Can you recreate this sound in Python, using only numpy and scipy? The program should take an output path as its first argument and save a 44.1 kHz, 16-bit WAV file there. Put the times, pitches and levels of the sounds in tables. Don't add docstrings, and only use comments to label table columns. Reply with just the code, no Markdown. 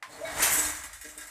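import sys
import numpy as np
from scipy import signal
from scipy.fft import rfft, irfft
from scipy.io import wavfile
from scipy.ndimage import uniform_filter1d

SR = 44100
rng = np.random.default_rng(int(sys.argv[2]) if len(sys.argv) > 2 else 0)


def transcribe(u):
    v = np.clip(np.atleast_2d(u).T, -1, 1)
    q = np.round(v * 32767).astype(np.int16)
    wavfile.write(sys.argv[1], SR, q)


N = 57330
T = np.arange(N) / SR


def amp(db):
    return 10 ** (np.asarray(db) / 20)


def unit_rms(x):
    return x / np.sqrt(np.mean(x ** 2) + 1e-20)


def fader(points):
    return amp(np.interp(T, *np.transpose(points)))


def eq(x, curve):
    hz, db = np.transpose(curve)
    bins = np.fft.rfftfreq(2 * N, 1 / SR)
    gain = amp(np.interp(np.log(bins + 1), np.log(hz), db))
    return irfft(rfft(x, 2 * N) * gain)[:N]


def noise(curve):
    return unit_rms(eq(rng.standard_normal(N), curve))


def wander(samples):
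    return unit_rms(uniform_filter1d(rng.standard_normal(N), size=samples))


def blow(start, rise, t60):
    age = np.maximum(T - start, 0)
    return np.minimum(age / rise, 1) * amp(-60 * np.maximum(age - rise, 0) / t60)


def swell(start, length):
    return np.sin(np.pi * np.clip((T - start) / length, 0, 1))


def contacts(per_s, spread_db):
    size = amp(spread_db * np.minimum(rng.exponential(1, N), 3))
    return unit_rms(size * rng.choice([-1, 1], N) * (rng.random(N) < per_s / SR))


def rattle(curve, per_s, spread_db):
    return unit_rms(eq(contacts(per_s, spread_db), curve))


def jingle(curve, wires, per_s, spread_db, t60=0.06, share=0.55):
    hits = contacts(per_s, spread_db)
    pitches = 2400 + 12000 * (np.arange(wires) + rng.random(wires)) / wires
    age = T[:N // 3]
    tones = np.sin(2 * np.pi * (pitches[:, None] * age + rng.random((wires, 1))))
    ping = tones.sum(0) * amp(-60 * age / t60)
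    ringing = unit_rms(irfft(rfft(hits) * rfft(ping, N), N))
    return unit_rms(eq(np.sqrt(1 - share) * hits + np.sqrt(share) * ringing, curve))


def ring(drive, hz, t60):
    mode = np.sin(2 * np.pi * hz * T) * amp(-60 * T / t60)
    return unit_rms(signal.fftconvolve(drive, mode)[:N]) * np.std(drive)


def strike(start, rise, modes):
    return sum(amp(db) * blow(start, rise, t60) * np.sin(2 * np.pi * (hz * T + rng.random()))
               for hz, db, t60 in modes)


# (frequency [Hz], gain [dB])
ROOM_EQ = [(30, 3), (600, -5), (2000, -3), (5000, -25), (14000, -44)]

def room_tone():
    return amp(-77) * noise(ROOM_EQ)


# (time [s], level [dB])
SWAY_RIDE = [(0, -94), (.2, -63), (.45, -51.5), (.55, -62), (.66, -44.5), (.8, -55), (.97, -54),
             (1.1, -62.5), (1.3, -68)]
# (frequency [Hz], gain [dB])
SWAY_EQ = [(22, -50), (36, -15), (47, -4), (60, -7), (80, -12.5), (200, -50)]

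def sway():
    return fader(SWAY_RIDE) * noise(SWAY_EQ)


# (time [s], level [dB])
SHAFT_RIDE = [(0.02, -74.5), (0.09, -54.5), (0.22, -49), (0.39, -40.5), (0.66, -47.5), (0.76, -59.5),
              (1.0, -67.5), (1.3, -61.5)]
# (frequency [Hz], gain [dB])
SHAFT_EQ = [(50, -19), (95, -1), (250, -9), (305, 6.5), (370, -12.5), (445, 0.5), (515, -8), (620, 7.5),
            (900, -1), (3000, -57)]

def shafts():
    return fader(SHAFT_RIDE) * rattle(SHAFT_EQ, per_s=3000, spread_db=3.0)


# (frequency [Hz], gain [dB])
KNOCK_EQ = [(100, -47), (700, -11.5), (1050, 4), (1400, -3), (2100, 3), (2600, -6.5), (5700, -13),
            (6700, -18), (7600, -13), (9800, -16.5), (11500, -25)]
# (frequency [Hz], level [dB], t60 [s])
WOOD_MODES = [(1040, -43, 0.27), (2000, -35, 0.028)]

def knock(start=0.0252):
    attack = amp(-43) * blow(start, rise=0.0014, t60=0.019)
    tail = amp(-39) * blow(start, rise=0.0017, t60=0.24)
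    grain = rattle(KNOCK_EQ, per_s=13000, spread_db=3.5)
    return (attack + tail) * grain + strike(start, rise=0.0017, modes=WOOD_MODES)


# (time [s], level [dB])
ROD_RIDE = [(0.03, -81), (0.1, -56.5), (0.15, -50.5), (0.24, -50.5), (0.28, -41), (0.35, -41), (0.41, -32),
            (0.49, -33.5), (0.53, -35.5), (0.66, -38), (0.82, -47.5), (0.86, -48.5), (1.0, -59.5),
            (1.3, -54)]
# (frequency [Hz], gain [dB])
ROD_EQ = [(250, -23.5), (520, -28), (680, -9.5), (900, 2.5), (2100, 2.5), (2700, -8.5), (4000, -7),
          (5000, -9.5), (14000, -20)]

def rods():
    return fader(ROD_RIDE) * rattle(ROD_EQ, per_s=4000, spread_db=1.0)


# (frequency [Hz], gain [dB])
METAL_MODES = [(1346, -6), (1561, -5), (1625, -1), (1658, 0), (1914, 0), (1995, -1), (2134, -3), (2239, -7),
               (2870, -8), (3682, -4), (4807, -10), (5416, -9), (6562, -7), (7260, -6), (7940, -4),
               (8565, -3), (9087, -7), (9830, -6), (10665, -2), (12370, -5), (12898, -8), (14130, -8)]

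def fittings(friction):
    shake = amp(-13) * fader(ROD_RIDE) * friction
    return sum(amp(db) * ring(shake, hz, t60=0.27) for hz, db in METAL_MODES[:10])


# (time [s], level [dB])
HEDDLE_RIDE = [(0.03, -88), (0.1, -59.5), (0.135, -54.5), (0.22, -53.5), (0.3, -48.5), (0.36, -43),
               (0.41, -31), (0.505, -37.5), (0.53, -28.5), (0.59, -31.5), (0.69, -34), (0.81, -46),
               (0.92, -60.5), (1.3, -54)]
# (frequency [Hz], gain [dB])
HEDDLE_EQ = [(800, -29), (3000, -6), (4200, -11.5), (5200, -7.5), (6500, -0.5), (7800, 8), (9300, -1.5),
             (10800, -2), (12000, -8.5), (14200, -6.5)]

def heddles():
    return fader(HEDDLE_RIDE) * jingle(HEDDLE_EQ, wires=70, per_s=2500, spread_db=7.5)


# (frequency [Hz], gain [dB])
SHIMMER_MODES = [(5962, -16), (7690, -13), (8560, -16), (9263, -16), (14100, -18)]

def heddle_shimmer(friction):
    drive = fader(HEDDLE_RIDE) * friction
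    return sum(amp(db) * ring(drive, hz, t60=0.023) for hz, db in SHIMMER_MODES)


def cord_scrape(friction):
    return ring(amp(-55.5) * swell(start=0.098, length=0.091) * friction, hz=4350, t60=0.0092)


# (time [s], level [dB])
FRAME_BUMPS = [(0.118, -50), (0.379, -40), (0.568, -37.5), (0.663, -49), (1.037, -47), (1.159, -54)]
# (frequency [Hz], gain [dB], t60 [s])
HUM_MODES = [(303, -2, 0.47), (461.3, -6.5, 0.28), (610, -8, 0.46)]

def frame_hum(roughness=0.34):
    hum = np.zeros(N)
    for hz, mode_db, t60 in HUM_MODES:
        envelope = sum(amp(db + mode_db) * blow(start, rise=0.017, t60=t60) for start, db in FRAME_BUMPS)
        phase = 2 * np.pi * hz * T + roughness * wander(samples=500)
        flutter = 1 + roughness * wander(samples=350)
        hum += envelope * flutter * np.sin(phase)
    return hum


# (time [s], length [s], pitch [Hz], level [dB])
JOINT_SLIPS = [(0.169, 0.066, 462.5, -47), (0.207, 0.024, 605, -34), (0.229, 0.032, 648, -29.5),
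               (0.25, 0.069, 646, -36.5), (0.646, 0.016, 4170, -35)]

def groans(wobble=0.0224):
    out = np.zeros(N)
    for start, length, hz, db in JOINT_SLIPS:
        pitch = hz * (1 + wobble * wander(samples=300))
        out += amp(db) * swell(start, length) * np.sin(2 * np.pi * np.cumsum(pitch) / SR)
    return out


# (frequency [Hz], level [dB], t60 [s])
ROD_MODES = [(1658, -42, 0.45), (2239, -39, 0.36), (3844, -44.5, 0.3), (4247, -53, 0.3)]

def rod_clink():
    return strike(start=0.247, rise=0.0065, modes=ROD_MODES)


# (time [s], level [dB], pitch [Hz])
ROD_HITS = [(0.397, -29.5, 2060), (0.519, -31, 2020), (0.841, -46.5, 1110)]

def rod_knocks(friction):
    return sum(ring(amp(db) * blow(start, rise=0.0019, t60=0.081) * friction, hz, t60=0.0092)
               for start, db, hz in ROD_HITS)


# (frequency [Hz], gain [dB])
CRASH_EQ = [(200, -13), (600, -2), (1400, 4.5), (2300, 5), (2700, 0.5), (4700, -5), (6000, -1), (7600, 2.5),
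            (10000, 0.5), (14200, -4)]
# (frequency [Hz], gain [dB])
REBOUND_EQ = [(1200, -4), (2050, 7), (3000, -23), (6500, -12), (7700, 0.5), (9500, -0.5), (14000, 0)]

def crash():
    impact = jingle(CRASH_EQ, wires=40, per_s=3000, spread_db=2.0)
    impact *= amp(-20) * blow(start=0.417, rise=0.013, t60=0.47)
    rebound = jingle(REBOUND_EQ, wires=40, per_s=3000, spread_db=2.0)
    rebound *= amp(-25) * blow(start=0.497, rise=0.04, t60=0.47)
    return impact + rebound


# (time [s], length [s], level [dB])
HEDDLE_SLIDES = [(0.506, 0.021, -33.5), (0.566, 0.062, -29.5)]

def heddle_sing(friction):
    return sum(ring(amp(db) * swell(start, length) * friction, hz=7872, t60=0.09)
               for start, length, db in HEDDLE_SLIDES)


# (time [s], rattle level [dB], ring level [dB], ring tilt [dB/octave])
CLICK_CUES = [(0.836, -42, -48, 1.5), (0.93, -43, -58.5, -1.5), (1.0116, -48, -50.5, 3),
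              (1.044, -48.5, -55, -3), (1.087, -48.5, -60, 2), (1.179, -48.5, -50, 3),
              (1.208, -46, -53.5, -0.5), (1.269, -67, -52.5, 2)]
# (frequency [Hz], gain [dB])
CLICK_EQ = [(1000, -15.5), (1900, 12), (2600, -5.5), (4500, -8.5), (6200, -2.5), (7700, 3.5), (9300, -1),
            (11200, -7.5), (14200, -9)]

def clicks():
    envelope = sum(amp(db) * blow(start, rise=0.00061, t60=0.35) for start, db, _, _ in CLICK_CUES)
    out = envelope * jingle(CLICK_EQ, wires=48, per_s=5500, spread_db=0.5, t60=0.22, share=0.7)
    for start, _, ring_db, tilt in CLICK_CUES:
        for hz, db in METAL_MODES:
            mode_db = ring_db + db + tilt * np.log2(hz / 4000) + 2 * rng.standard_normal()
            rise = 0.0065 * 2000 / hz
            t60 = 0.27 * (3000 / hz) ** 0.25
            out += strike(start, rise, [(hz, mode_db, t60)])
    return out


# (frequency [Hz], gain [dB])
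SNAP_EQ = [(2000, -35), (7600, -5), (8700, 20), (10000, -28), (12500, -13), (14200, -1)]

def switch_snap():
    return amp(-32) * blow(start=1.1773, rise=0.00061, t60=0.029) * noise(SNAP_EQ)


def shed_change():
    clatter = rods() + shafts() + heddles()
    friction = contacts(per_s=2600, spread_db=0.5)
    metal = fittings(friction) + heddle_shimmer(friction) + heddle_sing(friction)
    accents = cord_scrape(friction) + rod_knocks(friction) + crash() + rod_clink()
    return clatter + metal + accents


# (frequency [Hz], side gain [dB])
SIDE_EQ = [(3200, -65), (4400, -22), (5500, -14), (8000, -7), (14000, -5.5)]

def scene():
    mid = room_tone() + knock() + shed_change() + clicks() + switch_snap()
    mid += frame_hum() + sway() + groans()
    side = eq(shed_change(), SIDE_EQ)
    return np.array([mid + side, mid - side])


def record(dry):
    lowpass = signal.firwin(801, cutoff=14270, window=("kaiser", 8), fs=SR)
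    return signal.oaconvolve(dry, lowpass[None], "same")


dry = scene()
out = record(dry)
transcribe(out)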